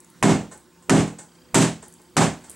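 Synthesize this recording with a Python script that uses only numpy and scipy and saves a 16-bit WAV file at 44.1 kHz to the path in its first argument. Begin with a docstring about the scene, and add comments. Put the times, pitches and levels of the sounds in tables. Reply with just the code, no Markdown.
"""Wooden panel struck in a small workshop

A hollow panel is struck four times: noise echoes, dying sines and a short noise crack make each blow.
Soft rebounds of noise and wood tones follow, and loose things tick as tiny snaps of bright noise.
Behind them lie patchy room hiss, fuzzy machine hums and the camera's own faint whines.
The sound reaches two microphone ports, and the camera's limiter flattens each thud."""
import sys
import numpy as np
from scipy import signal
from scipy.fft import rfft, irfft
from scipy.io import wavfile
from scipy.ndimage import uniform_filter1d, minimum_filter1d

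SR = 44100
rng = np.random.default_rng(int(sys.argv[2]) if len(sys.argv) > 2 else 0)


def master_out(mix):
    """Clip the mix to full scale and print it as 16-bit PCM to the path in sys.argv[1]."""
    frames = np.transpose(np.atleast_2d(mix))
    ceiling = np.clip(frames, -1, 1)
    pcm = np.round(ceiling * 32767).astype(np.int16)
    wavfile.write(sys.argv[1], SR, pcm)


def voltage_ratio(decibels):
    """Convert decibels (scalar or array-like) to amplitude ratios, 20 dB per decade."""
    exponent = np.asarray(decibels, float) / 20
    return 10 ** exponent


N = 112455

# Likeness of the two microphone ports: (frequency [Hz], correlation [-1 to 1])
PORT_LIKENESS = [(30, 0.42), (60, 1), (150, 0.92), (380, 0.97), (950, 0.98), (2380, 0.99), (5980, 0.89),
                 (15000, .85)]
# Balance of the two ports: (frequency [Hz], left minus right [dB])
PORT_BALANCE = [(30, 4), (70, -3), (180, -7.7), (550, -0.8), (1650, -1.6), (4970, -1), (15000, 0.3)]

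# Colour of the room hiss: (frequency [Hz], relative level per Hz [dB])
HISS_COLOUR = [(25, -36), (45, -17), (65, 5), (100, 0), (176, 4.5), (357, -1.5), (783, -8), (1180, -5.5),
               (2510, -12.5), (4690, -14), (6150, -14), (7850, -11), (10000, -18), (14300, -24),
               (16300, -34)]
# Level of the room hiss before patchiness: (time [s], level [dB])
HISS_LEVEL = [(0, -58.5), (.2, -54.5), (.7, -58.5), (1.4, -57), (2.1, -57.5), (2.55, -52)]
# Fuzzy machine tones: (frequency [Hz], width [Hz], level [dB])
MACHINE_HUMS = [(171.7, 7.2, -64), (244, 7.4, -65), (306, 24, -68), (358.7, 26, -62), (500, 4.7, -70),
                (904, 23, -69.5), (1048, 16, -73)]
# Camera motor: (time [s], fundamental [Hz], pulse level before the harmonic levels [dB])
MOTOR_WHINE = [(1.22, 1590, -85), (1.28, 1587, -61), (1.55, 1585, -61), (1.9, 1553, -62), (2.15, 1553, -62),
               (2.55, 1560, -63)]
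# Harmonics of the motor: (multiple of the fundamental [-], relative level [dB])
MOTOR_HARMONICS = [(1, -9), (2, -1.5), (3, 0)]

# Small ticks of loose things: (time [s], relative level [dB], centre frequency [Hz])
TICKS = [(0.0034, -33.5, 8000), (0.0458, -37, 7400), (0.1012, -40, 9250), (0.5364, -38, 8150),
         (0.576, -34, 8220), (1.86, -42, 7680), (1.882, -32.5, 9300), (1.925, -37, 7660),
         (1.939, -32.5, 7800), (2.0168, -37.5, 8400), (2.0414, -58, 8060), (2.0547, -50, 8180),
         (2.098, -50, 8240), (2.497, -24, 8170), (2.503, -24, 8460), (2.514, -28.5, 8150)]
# Soft rebounds: (time [s], relative level [dB], rise [s], brightness [dB per octave])
REBOUNDS = [(.511, -39, 0.011, -0.45), (0.822, -55, .004, 1.5), (1.075, -42, 0.0022, -1.5),
            (1.184, -38, 0.0066, 0.5), (1.35, -61.5, 0.0024, -0.5), (1.823, -42, 0.0063, 0),
            (1.995, -57, 0.0021, -2.5), (2.436, -45.5, 0.0082, 0.2)]
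# Colour of the rebound scuff: (frequency [Hz], relative level per Hz [dB])
SCUFF_COLOUR = [(240, -22), (400, -6), (841, -8), (1210, -15), (1520, -9.5), (1970, -19), (2150, -25),
                (2580, -23.5), (5190, -21.5), (8060, -6), (15000, -54)]
# Higher wood tones: (frequency [Hz], relative level [dB], 60 dB decay before scaling [s])
WOOD_TONES = [(910, -6, .08), (1040, 3, .15), (1264, -9, .12), (1530, -5, .24), (1810, -6, .2),
              (2160, -7, .26), (2480, -9, .08), (2860, -9, .1), (3620, -12, .12)]

# Blows: (time [s], level before the limiter [dB], boom of the modes [dB],
#         boom tilt [dB per octave], brightness [dB per octave], decay factor [-])
BLOWS = [(0.2262, 7, -4.1, 1.2, -1.33, 1.12), (0.8951, 6, -2.6, -0.2, -0.95, 1.102),
         (1.5439, 6, -3.5, 0.5, 0.45, 1.022), (2.167, 5.5, -9.5, 1, -0.86, 1.033)]
# Modes of panel and bench: (frequency [Hz], relative level [dB], 60 dB decay before scaling [s])
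BODY_MODES = [(104.44, -13.5, 0.252), (122.2, -5, 0.29), (141, -7, 0.29), (164.5, 1.43, 0.31),
              (206.6, -1, 0.32), (245.8, -6, 0.32), (267.6, 6, 0.22), (298.2, -4.5, 0.31),
              (331.6, -4.5, 0.25), (391, -0.5, .24), (428.6, -13, 0.26), (473, -18.5, 0.36),
              (530, -12, 0.26), (652.6, -10, 0.21)]
# Colour of the dense echoes: (frequency [Hz], relative level per Hz [dB])
THUD_COLOUR = [(24, -69), (40, -29), (140, 0.5), (269, -1), (503, -14), (680, -10), (770, -11),
               (1020, -14.5), (2260, -23.5), (5050, -29), (7930, -20.5), (13800, -51.5), (16000, -63)]
# Decay of the echoes: (frequency [Hz], 60 dB decay before scaling [s])
THUD_DECAY = [(60, 0.36), (150, 0.21), (400, 0.3), (1000, 0.25), (3000, 0.31), (8000, 0.28), (14000, 0.23)]
# Swell of the echoes: (frequency [Hz], rise time constant [s])
THUD_RISE = [(60, 0.076), (200, 0.0067), (500, 0.011), (1500, 0.001), (10000, 0.00067)]
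# Echoes thinned where the modes carry the boom: (frequency [Hz], gain [dB])
ECHO_THINNING = [(90, 0), (140, -6), (350, -6), (520, 0)]
# Colour of the contact crack: (frequency [Hz], relative level per Hz [dB])
CRACK_COLOUR = [(150, -7), (400, -9.5), (900, 5), (1500, -8), (2500, -6), (4700, -22), (8200, -9.5),
                (10500, -17.5), (12700, -32), (16000, -37)]

PATCH_DB = -2  # spread of the hiss patches
LINE_HZ, LINE_DB = 15735, -71  # thin steady line-scan tone
WHINE_FIRST_S, WHINE_PER_S, WHINE_PULSE_S, WHINE_UNEVEN_DB = 1.289, 30, 0.0042, 2
TICK_DB, TICK_T60, TICK_WIDTH_HZ = -4, 0.009, 2500
TICK_TAIL_DB, TICK_TAIL_T60 = -21, 0.33
REBOUND_T60, REBOUND_RING_DB, SNAP_DB = 0.26, -4.5, 2.5
NOTE_DELAY_S, NOTE_HZ, NOTE_DB = 0.03, 850, 1.5  # late note, level relative to the wood tones
EARLY_S, EARLY_DB = 0.0058, -34  # lead of the thump through bench and floor over the air sound
ECHO_DB, BODY_DB, TONES_DB = -1.5, 1.5, -21.5
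BODY_RISE_S, BODY_SPREAD_DB, TONE_SPREAD_DB = 0.0085, 2, 2
CRACK_DB, CRACK_T60, CRACK_RISE_S = 1.5, 0.014, 0.0015
CLUMP_DB, CLUMP_S = 0.5, 0.0037  # the echoes come in clumps
LATE_DB, LATE_T60 = -61.5, 0.73  # the slow end of the room
LIMIT_DB, RATIO, RECOVER_DB_PER_S, HOLD_S = -6, 11.6, 479, 0.007
EDGE_HZ = 16400  # upper edge of the recorded band


def evened(x):
    """Scale the whole array to an rms of 1."""
    return x / np.sqrt(np.mean(x ** 2) + 1e-20)


def read(points, hz):
    """Read a table of values along a logarithmic frequency axis."""
    f, value = np.transpose(points)
    return np.interp(np.log(hz + 1), np.log(f + 1), value)


def add(mix, s, sound):
    """Lay a sound into the mix at time s, cut at the end."""
    part = mix[:, round(s * SR):][:, :sound.shape[-1]]
    part += sound[..., :part.shape[1]]


def pair_noise(size, colour, tilt_db=0.):
    """Coloured noise at two microphone ports, partly alike in each band, rms 1."""
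    hz = np.fft.rfftfreq(size, 1 / SR)
    common, apart = rfft(rng.standard_normal((2, size)))
    side = np.sqrt((1 - np.clip(read(PORT_LIKENESS, hz), 0, 1)) / 2)
    mid = np.sqrt(1 - side ** 2)
    lean = voltage_ratio(read(PORT_BALANCE, hz) / 2)
    left = (mid * common + side * apart) * lean
    right = (mid * common - side * apart) / lean
    tilt = tilt_db * np.log2((hz + 20) / 1000)
    return evened(irfft(np.array([left, right]) * voltage_ratio(read(colour, hz) + tilt), size))


def ring(modes, t, spread_db, slow, tilt_db=0):
    """Dying sines, struck a little differently each time and heard a little differently at each port."""
    hz, db, t60 = np.transpose(modes)[:, :, None]
    chance = rng.standard_normal((3, len(modes), 1))
    level_db = db + tilt_db * np.log2(hz / 230) + spread_db * chance[0]
    total = np.sqrt((voltage_ratio(db) ** 2).sum() / 2)
    size = voltage_ratio(level_db - 60 * t / (slow * t60)) / total
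    turn = 2 * np.pi * hz * t + 0.88 * chance[1]
    ports = []
    for port in (1, -1):
        heard = (size * np.sin(turn + port * 0.072 * chance[2])).sum(0)
        ports.append(heard * voltage_ratio(-0.45 * port))
    return np.array(ports)


def fuzzy_tone(hz, width_hz, db):
    """A machine hum as noise in one narrow resonance, the same at both ports."""
    f = np.fft.rfftfreq(N, 1 / SR)
    resonance = 1 / (1 + ((f - hz) / width_hz * 2) ** 2)
    return voltage_ratio(db) * evened(irfft(rfft(rng.standard_normal(N)) * resonance, N))


def hiss():
    """Room hiss, slightly patchy in time and pitch, with fuzzy hums and one thin high tone."""
    t = np.arange(N) / SR
    _, _, z = signal.stft(pair_noise(N, HISS_COLOUR), nperseg=512)
    patches = uniform_filter1d(rng.standard_normal(z.shape[1:]), 6, 0)  # across frequency
    patches = evened(uniform_filter1d(patches, 10, 1))  # across time
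    noise = signal.istft(z * voltage_ratio(PATCH_DB * patches), nperseg=512)[1][:, :N]
    hums = sum(fuzzy_tone(*row) for row in MACHINE_HUMS)
    line = voltage_ratio(LINE_DB) * np.sin(2 * np.pi * LINE_HZ * t)
    return noise * voltage_ratio(np.interp(t, *np.transpose(HISS_LEVEL))) + hums + line


def whine():
    """A faint small motor in the camera: gliding harmonics, pulsing once a picture."""
    t = np.arange(N) / SR
    s, hz, db = np.transpose(MOTOR_WHINE)
    turn = 2 * np.pi * np.cumsum(np.interp(t, s, hz)) / SR
    off = ((t - WHINE_FIRST_S) * WHINE_PER_S + 0.5) % 1 - 0.5  # pictures from the nearest pulse
    pulse = np.exp(-0.5 * (off / WHINE_PER_S / WHINE_PULSE_S) ** 2)
    uneven = WHINE_UNEVEN_DB * evened(uniform_filter1d(rng.standard_normal(N), 400))
    tone = sum(voltage_ratio(d) * np.sin(k * turn) for k, d in MOTOR_HARMONICS)
    return voltage_ratio(np.interp(t, s, db) + uneven) * pulse * tone


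def tick(db, hz):
    """A tiny snap of bright noise with a little room behind it."""
    t = np.arange(SR // 4) / SR
    colour = [(1000, -50), (hz - TICK_WIDTH_HZ, -22), (hz, 0), (hz + TICK_WIDTH_HZ, -8), (16000, -30)]
    snap = np.minimum(t / 0.00046, 1) * voltage_ratio(-60 * t / TICK_T60)
    room = np.minimum(t / 0.0026, 1) * voltage_ratio(TICK_TAIL_DB - 60 * t / TICK_TAIL_T60)
    return voltage_ratio(db + TICK_DB) * pair_noise(len(t), colour) * (snap + room)


def rebound(db, rise_s, tilt_db):
    """A soft scuff of noise with the wood tones and one late dying note."""
    t = np.arange(SR // 2) / SR
    late = np.maximum(t - NOTE_DELAY_S, 0)
    note = voltage_ratio(NOTE_DB - 60 * late / 0.13) * np.minimum(late / 0.017, 1)
    note = note * np.sin(2 * np.pi * NOTE_HZ * late)
    decay = voltage_ratio(-60 * t / REBOUND_T60) + voltage_ratio(SNAP_DB - 60 * t / 0.02)  # scuff and short snap
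    scuff = decay * pair_noise(len(t), SCUFF_COLOUR, tilt_db)
    # the brighter the scuff, the weaker the wood
    wood = voltage_ratio(REBOUND_RING_DB - 2.3 * tilt_db) * (ring(WOOD_TONES, t, TONE_SPREAD_DB, 0.71) + note)
    return voltage_ratio(db) * np.minimum(t / rise_s, 1) * (scuff + wood)


def early_thump(db):
    """The panel's modes through bench and floor, faint, swelling until the blow arrives."""
    t = np.arange(round(2 * EARLY_S * SR)) / SR
    swell = np.sin(np.pi * t / (2 * EARLY_S))
    return voltage_ratio(db + EARLY_DB) * swell * ring(BODY_MODES, t, 7.5, 1)


def room_echoes(t, tilt_db, slow):
    """Dense echoes as noise that rises and dies octave by octave, in clumps, with a slow room tail."""
    size = len(t)
    hz = np.fft.rfftfreq(size, 1 / SR)
    z = rfft(pair_noise(size, THUD_COLOUR, tilt_db)) * voltage_ratio(read(ECHO_THINNING, hz))
    octave = np.clip(np.log2(np.maximum(hz, 1) / 40), 0, 9)
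    clumps = uniform_filter1d(rng.standard_normal((4, size)), round(CLUMP_S * SR), axis=1)
    clumps = evened(clumps)
    late = np.minimum(t / 0.036, 1) * voltage_ratio(LATE_DB - 60 * t / LATE_T60)
    thud = 0
    for k in range(10):
        share = np.clip(1 - abs(octave - k), 0, 1)  # overlapping octave bands
        centre = 40 * 2. ** k
        rise = (1 - np.exp(-t / read(THUD_RISE, centre))) ** 2
        shape = rise * voltage_ratio(-60 * t / (slow * read(THUD_DECAY, centre)))
        shape = shape * voltage_ratio(CLUMP_DB * clumps[k // 3])  # neighbouring bands share their clumps
        thud = thud + (shape + late) * irfft(z * share, size)
    return thud


def blow(db, boom_db, low_db, tilt_db, slow):
    """A blow on the panel: contact crack, ringing modes, higher wood tones and dense room echoes."""
    t = np.arange(SR) / SR
    thud = voltage_ratio(ECHO_DB) * room_echoes(t, tilt_db, slow)
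    crack = voltage_ratio(CRACK_DB - 60 * t / CRACK_T60) * np.minimum(t / CRACK_RISE_S, 1)
    crack = crack * pair_noise(len(t), CRACK_COLOUR)
    body = voltage_ratio(BODY_DB + boom_db) * (1 - np.exp(-t / BODY_RISE_S)) ** 2
    body = body * ring(BODY_MODES, t, BODY_SPREAD_DB, slow, low_db)
    tones = voltage_ratio(TONES_DB) * np.minimum(t / 0.00067, 1) * ring(WOOD_TONES, t, TONE_SPREAD_DB, slow)
    return voltage_ratio(db) * (thud + crack + body + tones)


def scene():
    """The workshop at the two microphone ports, background first."""
    mix = hiss() + whine()
    for source, rows in ((tick, TICKS), (rebound, REBOUNDS), (blow, BLOWS)):
        for s, *row in rows:
            add(mix, s, source(*row))
    for s, db, *_ in BLOWS:
        add(mix, s - EARLY_S, early_thump(db))
    return mix


def limiter(x):
    """The camera's fast peak limiter holds each thud flat until it falls under the limit."""
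    hold = round(HOLD_S * SR)
    peak = -minimum_filter1d(-abs(x).max(0), hold)  # sliding maximum of both channels
    peak_db = 20 * np.log10(peak + 1e-9)
    fall = np.arange(N) * RECOVER_DB_PER_S / SR
    held_db = np.maximum.accumulate(peak_db + fall) - fall  # recovers at a steady rate
    over_db = uniform_filter1d(np.maximum(held_db - LIMIT_DB, 0), hold)
    return x / voltage_ratio((1 - 1 / RATIO) * over_db)


def top_cut(x):
    """Nothing passes above the cut-off."""
    return signal.sosfilt(signal.butter(12, 16480, fs=SR, output="sos"), x)


def record(dry):
    """The camera's sound path: the band ends at its upper edge, then the limiter acts."""
    banded = signal.oaconvolve(dry, signal.firwin(255, EDGE_HZ, fs=SR)[None], "same")
    mix = limiter(banded)
    return top_cut(mix)


dry = scene()
out = record(dry)
master_out(out)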